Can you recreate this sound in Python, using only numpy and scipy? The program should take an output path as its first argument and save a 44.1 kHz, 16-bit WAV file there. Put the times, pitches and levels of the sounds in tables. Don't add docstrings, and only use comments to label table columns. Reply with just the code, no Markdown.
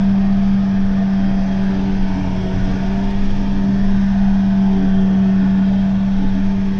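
import sys
import numpy as np
from scipy import signal
from scipy.io import wavfile
from scipy.ndimage import map_coordinates

SR = 44100
rng = np.random.default_rng(int(sys.argv[2]) if len(sys.argv) > 2 else 0)


def unload_wav(signal):
    wavfile.write(
        sys.argv[1],
        SR,
        np.round(np.clip(np.atleast_2d(signal).T, -1, 1) * 32767).astype(np.int16),
    )


N = 299439

# time_s, pitch_hz, level_db
CAB_BOOM = [(0.06, 195.2, -13.5), (0.6, 195.8, -14.5), (0.67, 194.4, -15.5), (1.25, 193.9, -15),
            (1.45, 192.8, -16), (1.94, 193.2, -18.5), (2.05, 192.5, -18.5), (2.24, 187.5, -21),
            (2.5, 187.8, -21), (2.63, 189.4, -21.5), (2.85, 192, -20), (3.02, 196.1, -18.5),
            (3.07, 197.1, -19.5), (3.43, 197.2, -20), (3.65, 195.9, -17), (4.3, 195.7, -13.5),
            (4.47, 194.6, -14), (4.67, 193.8, -13), (4.82, 191.5, -15), (4.95, 191.7, -13.5),
            (5.57, 192, -13), (5.75, 193.7, -14), (6.11, 194, -16), (6.29, 193, -18.5), (6.42, 195, -17),
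            (6.74, 194.1, -18)]
# time_s, shake_gain_db, sway_gain_db
GROUND = [(0, -2, -1), (.9, 1, -2), (1.4, -1, -2), (1.85, 2, 1), (2.4, -5, 1), (2.9, 3, 1), (3.5, 2, 1),
          (4.3, -1, 2), (5, -2, -2), (5.6, -3, -3), (6.3, 2, -4), (6.79, 1, -4)]
# time_s, rumble_db, roar_db, ring_db, swish_db
RIDES = [(0, 2.5, -0.5, -1, 0.95), (.8, -1, -1.5, -2, -1.7), (1.15, 0, -1, 2, -0.5),
         (1.5, 0, -0.5, 1.9, 0.029), (1.9, 0, -1, 1.7, 0.042), (2.2, -1.5, 0.5, -1.5, -1.07),
         (2.7, 3.5, -0.5, 1.2, 0.49), (3.2, 1.5, 0, -2.5, 0.17), (3.7, 2.5, 0, 0.3, 0.2),
         (4.1, 1, 0, 0.3, 1.61), (4.9, -2.5, 0, 0.5, -0.12), (5.5, -2.5, -1.5, 1.2, -0.35),
         (5.8, 0, -0.5, -2.5, -0.73), (6.2, -2, -0.5, -2, -1.15), (6.79, -0.5, -2, -3.5, -1.76)]


def engine(firing, load, ahead):
    # time_s, fourth_db, seventh_db
    hums = [(0, -43.5, -47), (.65, -47.5, -41.5), (1.15, -42, -40), (1.4, -54.5, -38.5), (1.6, -37.5, -41),
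            (1.9, -35, -59.5), (2.15, -56, -40.5), (2.45, -30, -39.5), (2.75, -44.5, -40),
            (2.97, -33.5, -36.5), (3.3, -37, -49), (3.47, -44.5, -39.5), (3.65, -35.5, -43.5),
            (4.15, -55.5, -42), (4.45, -46.5, -41.5), (4.75, -34.5, -39), (5.4, -38, -39),
            (5.9, -53, -43.5), (6.2, -47.5, -41), (6.4, -41.5, -66), (6.7, -38.5, -58)]
    # multiple, level_db, load_gain_db, ahead_gain_db
    low_harmonics = [(1, -44, 1, 8), (3, -47.5, 6.5, 5.5), (6, -60.5, -6.5, 0.5)]
    # multiple, level_db
    high_harmonics = [(9, -56.5), (12, -59), (16, -58), (17, -56.5), (18, -57.5), (19, -56), (33, -62),
                      (34, -62)]
    # centre_s, half_length_s, level_db
    eighth_swells = [(1.25, 0.41, -41.5), (2.6, 0.29, -48), (4.752, 0.25, -40), (6.2, .2, -50.5)]
    waver_rad = .3
    sixth_swell_db = 21 * swell(centre_s=1.5, half_length_s=.46)
    fourth_db, seventh_db = curves(hums)
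    lines = [(4, fourth_db), (7, seventh_db)]
    for k, db, load_db, ahead_db in low_harmonics:
        level_db = db + load_db * load + ahead_db * ahead + (k == 6) * sixth_swell_db
        lines.append((k, level_db + 2.6 * walk(7.3)))
    low = sum(tone(k * (firing + waver_rad / 2 * walk(20)), db + 2.6 * walk(12)) for k, db in lines)
    high = sum(tone(k * firing + 3 * waver_rad * walk(18), db + 4 * walk(7)) for k, db in high_harmonics)
    eighth_level = sum(undb(db) * swell(s, half) for s, half, db in eighth_swells)
    eighth = eighth_level * tone(8 * firing + 2 * waver_rad * walk(10), 0)
    boom = tone(2 * firing, curves(CAB_BOOM)[1] + .63 * walk(9))
    return boom + low + high + eighth


def mower_discs(firing, load):
    # level_db, load_gain_db
    harmonics = [(-42.5, 11), (-45.5, 15), (-42.5, 9)]
    disc = 8 / 15 * firing
    return sum(tone(k * disc, db + load_db * load + walk(2.2))
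               for k, (db, load_db) in enumerate(harmonics, 1))


def cab_shake(shaft):
    # frequency_hz, relative_db
    mounts = [(3, -22.5), (8, -14.5), (12, -5.5), (14, 2), (16.5, 3.5), (20, -6), (22, -24)]
    rocking = undb(-23) * textured(mounts, size=32768)
    throb = tone(shaft, -25 + 1.1 * walk(4))
    return undb(curves(GROUND)[0]) * (throb + rocking)


def loose_panel():
    # start_s, length_s, pitch_hz, level_db
    bumps = [(1.19, 0.14, 284, -31), (1.714, 0.26, 285.9, -34), (2.045, 0.4, 280, -33),
             (2.449, 0.43, 277.3, -35.5), (2.977, 0.12, 278.5, -30), (3.208, 0.077, 264.1, -26),
             (3.358, .14, 289.4, -33.5), (3.547, 0.24, 281.1, -31), (3.932, 0.05, 274.3, -28.5),
             (4.747, 0.15, 268.2, -29), (5.092, 0.074, 286.7, -28), (5.399, 0.075, 274.3, -27.5),
             (5.568, 0.054, 281, -28.5), (6.201, 0.083, 262.6, -25.5), (6.333, 0.088, 271, -32)]
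    # frequency_hz, relative_db
    resonance = [(225, -40), (255, -5), (282, -1.5), (298, -6.5), (312, -43)]
    fade_s, rest_db, bump_rattle_db = .09, -41, -8
    t = np.arange(N) / SR
    push = sum(undb(db) * np.clip(np.minimum(t - s, s + length - t) / fade_s + .5, 0, 1) ** 2
               for s, length, _, db in bumps)
    pitch_hz = curves([(s + length / 2, hz) for s, length, hz, _ in bumps])[0]
    thrum = tone(turns(pitch_hz) + 1.2 * walk(22), 1.2 * walk(14))
    rattle = textured(resonance, drift_db=.5, comb_db=2, flicker_db=2, size=8192)
    return push * thrum + (undb(rest_db) + undb(bump_rattle_db) * push) * rattle


def chassis_sway():
    # frequency_hz, relative_db
    spectrum = [(19, -12), (23, -6), (27, 1.5), (33, 0), (40, -9.5), (48, -27)]
    return undb(curves(GROUND)[1]) * textured(spectrum, drift_db=1, comb_db=1, flicker_db=1, size=16384)


def rumble():
    # frequency_hz, relative_db
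    spectrum = [(36, -21), (44, 2), (52, 1), (60, 0), (78, -1.5), (88, -3.5), (105, 2), (125, 1), (170, -5),
                (225, -4), (250, -12.5), (300, -30)]
    return undb(curves(RIDES)[0]) * textured(spectrum, drift_db=1, size=8192)


def cab_cavity():
    # frequency_hz, relative_db
    spectrum = [(270, -27), (320, 0.5), (370, -2.5), (430, -2), (480, -3.5), (550, -4.5), (600, -29)]
    # time_s, gain_db
    ride = [(0, 1), (.6, -2), (1.3, 2), (2, 0.5), (2.6, 0.5), (3.2, 1), (3.8, -0.5), (4.4, -0.5),
            (4.9, 3.5), (5.4, -0.5), (6, -1.5), (6.79, 0)]
    return undb(curves(ride)[0]) * textured(spectrum, drift_db=-1, comb_db=2, flicker_db=2)


def roar(firing, shaft):
    # frequency_hz, relative_db
    spectrum = [(530, -31), (590, -5.5), (630, -4.5), (670, -1), (730, -6), (890, -6.5), (1050, -11.5),
                (1300, -15), (1500, -27)]
    throb = 1 + .035 * np.cos(shaft) + .057 * np.cos(firing)
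    return undb(curves(RIDES)[1]) * throb * textured(spectrum, drift_db=1, comb_db=2)


def block_ring(firing):
    # frequency_hz, relative_db
    spectrum = [(1300, -16.5), (1450, -2), (1520, -1.5), (1800, -1), (1950, -6.5), (2100, -26)]
    level = undb(curves(RIDES)[2] + .8 * walk(8))
    return level * (1 + .066 * np.cos(firing)) * textured(spectrum, comb_db=2.2, flicker_db=1)


def combustion_clatter(firing):
    # frequency_hz, relative_db
    spectrum = [(1700, -24), (2000, -1.5), (2400, -0.5), (2800, -5), (3300, -27.5)]
    return (1 + .038 * np.cos(firing)) * textured(spectrum, drift_db=.6, comb_db=1.83, flicker_db=.17)


def blade_swish(shaft):
    # frequency_hz, relative_db
    spectrum = [(2300, -26.5), (2800, -6), (3100, -2.5), (3200, 1), (3400, -2), (4100, -9), (5300, -6.5),
                (6100, -11), (7000, -22), (8000, -25.5), (9000, -23.5), (9700, -26), (10800, -22),
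                (12000, -24), (13300, -27), (14200, -40)]
    level = undb(curves(RIDES)[3]) * (1 + .063 * np.cos(shaft))
    return level * textured(spectrum, drift_db=.57, comb_db=1.8, flicker_db=.73)


def gear_whine():
    # time_s, pitch_hz, level_db
    whine = [(0, 885, -57.5), (1.0, 877, -49.5), (1.7, 866, -46.5), (2.0, 905, -45), (2.35, 915, -45.5),
             (2.9, 910, -42.5), (3.3, 918, -49), (3.65, 890, -40), (4.1, 882, -60.5), (4.65, 884, -42),
             (5.1, 880, -50.5), (6.79, 885, -46)]
    hz, db = curves(whine)
    return tone(turns(hz + 7 * walk(9)) + .8 * walk(25), db + 3.1 * walk(10))


def scratch():
    # start_s, gain_db
    ticks = [(3.105, -49), (3.119, -58)]
    decay_s = .008
    out = np.zeros(N)
    for s, db in ticks:
        age = np.maximum(np.arange(N) / SR - s, 0)
        bright_noise = np.diff(rng.standard_normal(N + 4), 4)
        out += undb(db) * (age > 0) * np.exp(-age / decay_s) * bright_noise
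    return out


def rustle():
    # centre_hz, level_db
    bands = [(8800, -63), (11000, -66), (13400, -54)]
    out = 0
    for hz, db in bands:
        bandpass = signal.butter(2, (.94 * hz, 1.06 * hz), "band", fs=SR, output="sos")
        band = signal.sosfilt(bandpass, rng.standard_normal(N))
        out += undb(db) * band / np.std(band)
    return swell(centre_s=1.63, half_length_s=.1) * out


def noise_bed(firing, shaft, load, ahead):
    # level_db, load_gain_db, ahead_gain_db
    faders = [(-31, -0.5, 5.5), (-27.5, 4, -2.5), (-42, 2, 2), (-36, 0.5, -0.5), (-43, 1, 1), (-48, -1, 3),
              (-46.5, 0.5, 2)]
    layers = (chassis_sway(), rumble(), cab_cavity(), roar(firing, shaft),
              block_ring(firing), combustion_clatter(firing), blade_swish(shaft))
    return sum(undb(db + load_db * load + ahead_db * ahead) * layer
               for (db, load_db, ahead_db), layer in zip(faders, layers))


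def undb(db):
    return 10 ** (np.asarray(db) / 20)


def curves(table):
    s, *columns = np.transpose(table)
    return [np.interp(np.arange(N) / SR, s, c) for c in columns]


def swell(centre_s, half_length_s):
    return np.exp(-((np.arange(N) / SR - centre_s) / half_length_s) ** 2)


def turns(hz):
    return 2 * np.pi * (np.cumsum(hz) / SR + rng.random())


def tone(phase, db):
    return np.sqrt(2) * undb(db) * np.sin(phase + 2 * np.pi * rng.random())


def walk(rate):
    place = np.arange(N) * rate / SR
    place = np.floor(place) + np.sin(np.pi / 2 * (place % 1)) ** 2
    count = int(place[-1]) + 2
    return 1.02 * np.interp(place, np.arange(count), rng.standard_normal(count))


def patches(across, along):
    seeds = rng.standard_normal((int(across.max()) + 2, int(along.max()) + 2))
    return 1.5 * map_coordinates(seeds, np.meshgrid(across, along, indexing="ij"), order=1)


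def textured(spectrum, drift_db=0, comb_db=0, flicker_db=0, size=2048):
    f, s, white = signal.stft(rng.standard_normal(N), SR, nperseg=size)
    hz, db = np.transpose(spectrum)
    inside = (f >= hz[0]) & (f <= hz[-1])
    f = f[inside]
    octave = np.log2(f + 10)
    shape = np.interp(octave, np.log2(hz + 10), db)[:, None]
    drift = drift_db * patches(4 * octave, 1.18 * s)
    flicker = flicker_db * patches(3 * octave, 12 * s)
    comb = comb_db * patches(f / 60, 4 * s)
    coloured = np.zeros_like(white)
    coloured[inside] = white[inside] * undb(shape + drift + flicker + comb)
    out = signal.istft(coloured, SR, nperseg=size)[1][:N]
    return out / np.std(out)


def scene():
    free_hz, loaded_hz = 194, 187.5
    side_db, ahead_db = -13.5, -21
    boom_hz, boom_db = curves(CAB_BOOM)
    load = np.clip((free_hz - boom_hz) / (free_hz - loaded_hz), 0, 1)
    ahead = np.clip((boom_db - side_db) / (ahead_db - side_db), 0, 1)
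    firing = turns(boom_hz / 2)
    shaft = .187 * firing
    tones = engine(firing, load, ahead) + mower_discs(firing, load) + gear_whine()
    bed = noise_bed(firing, shaft, load, ahead)
    return (tones + bed + cab_shake(shaft) + loose_panel() + scratch() + rustle())[None]


def record(dry):
    ceiling, housing_hz, cutoff_hz = .57, 7014, 14200
    rounded = dry / (1 + (dry / ceiling) ** 6) ** (1 / 6)
    dull = signal.sosfilt(signal.butter(4, housing_hz, fs=SR, output="sos"), rounded)
    return signal.sosfilt(signal.ellip(8, .2, 60, cutoff_hz, fs=SR, output="sos"), dull)


dry = scene()
out = record(dry)
unload_wav(out)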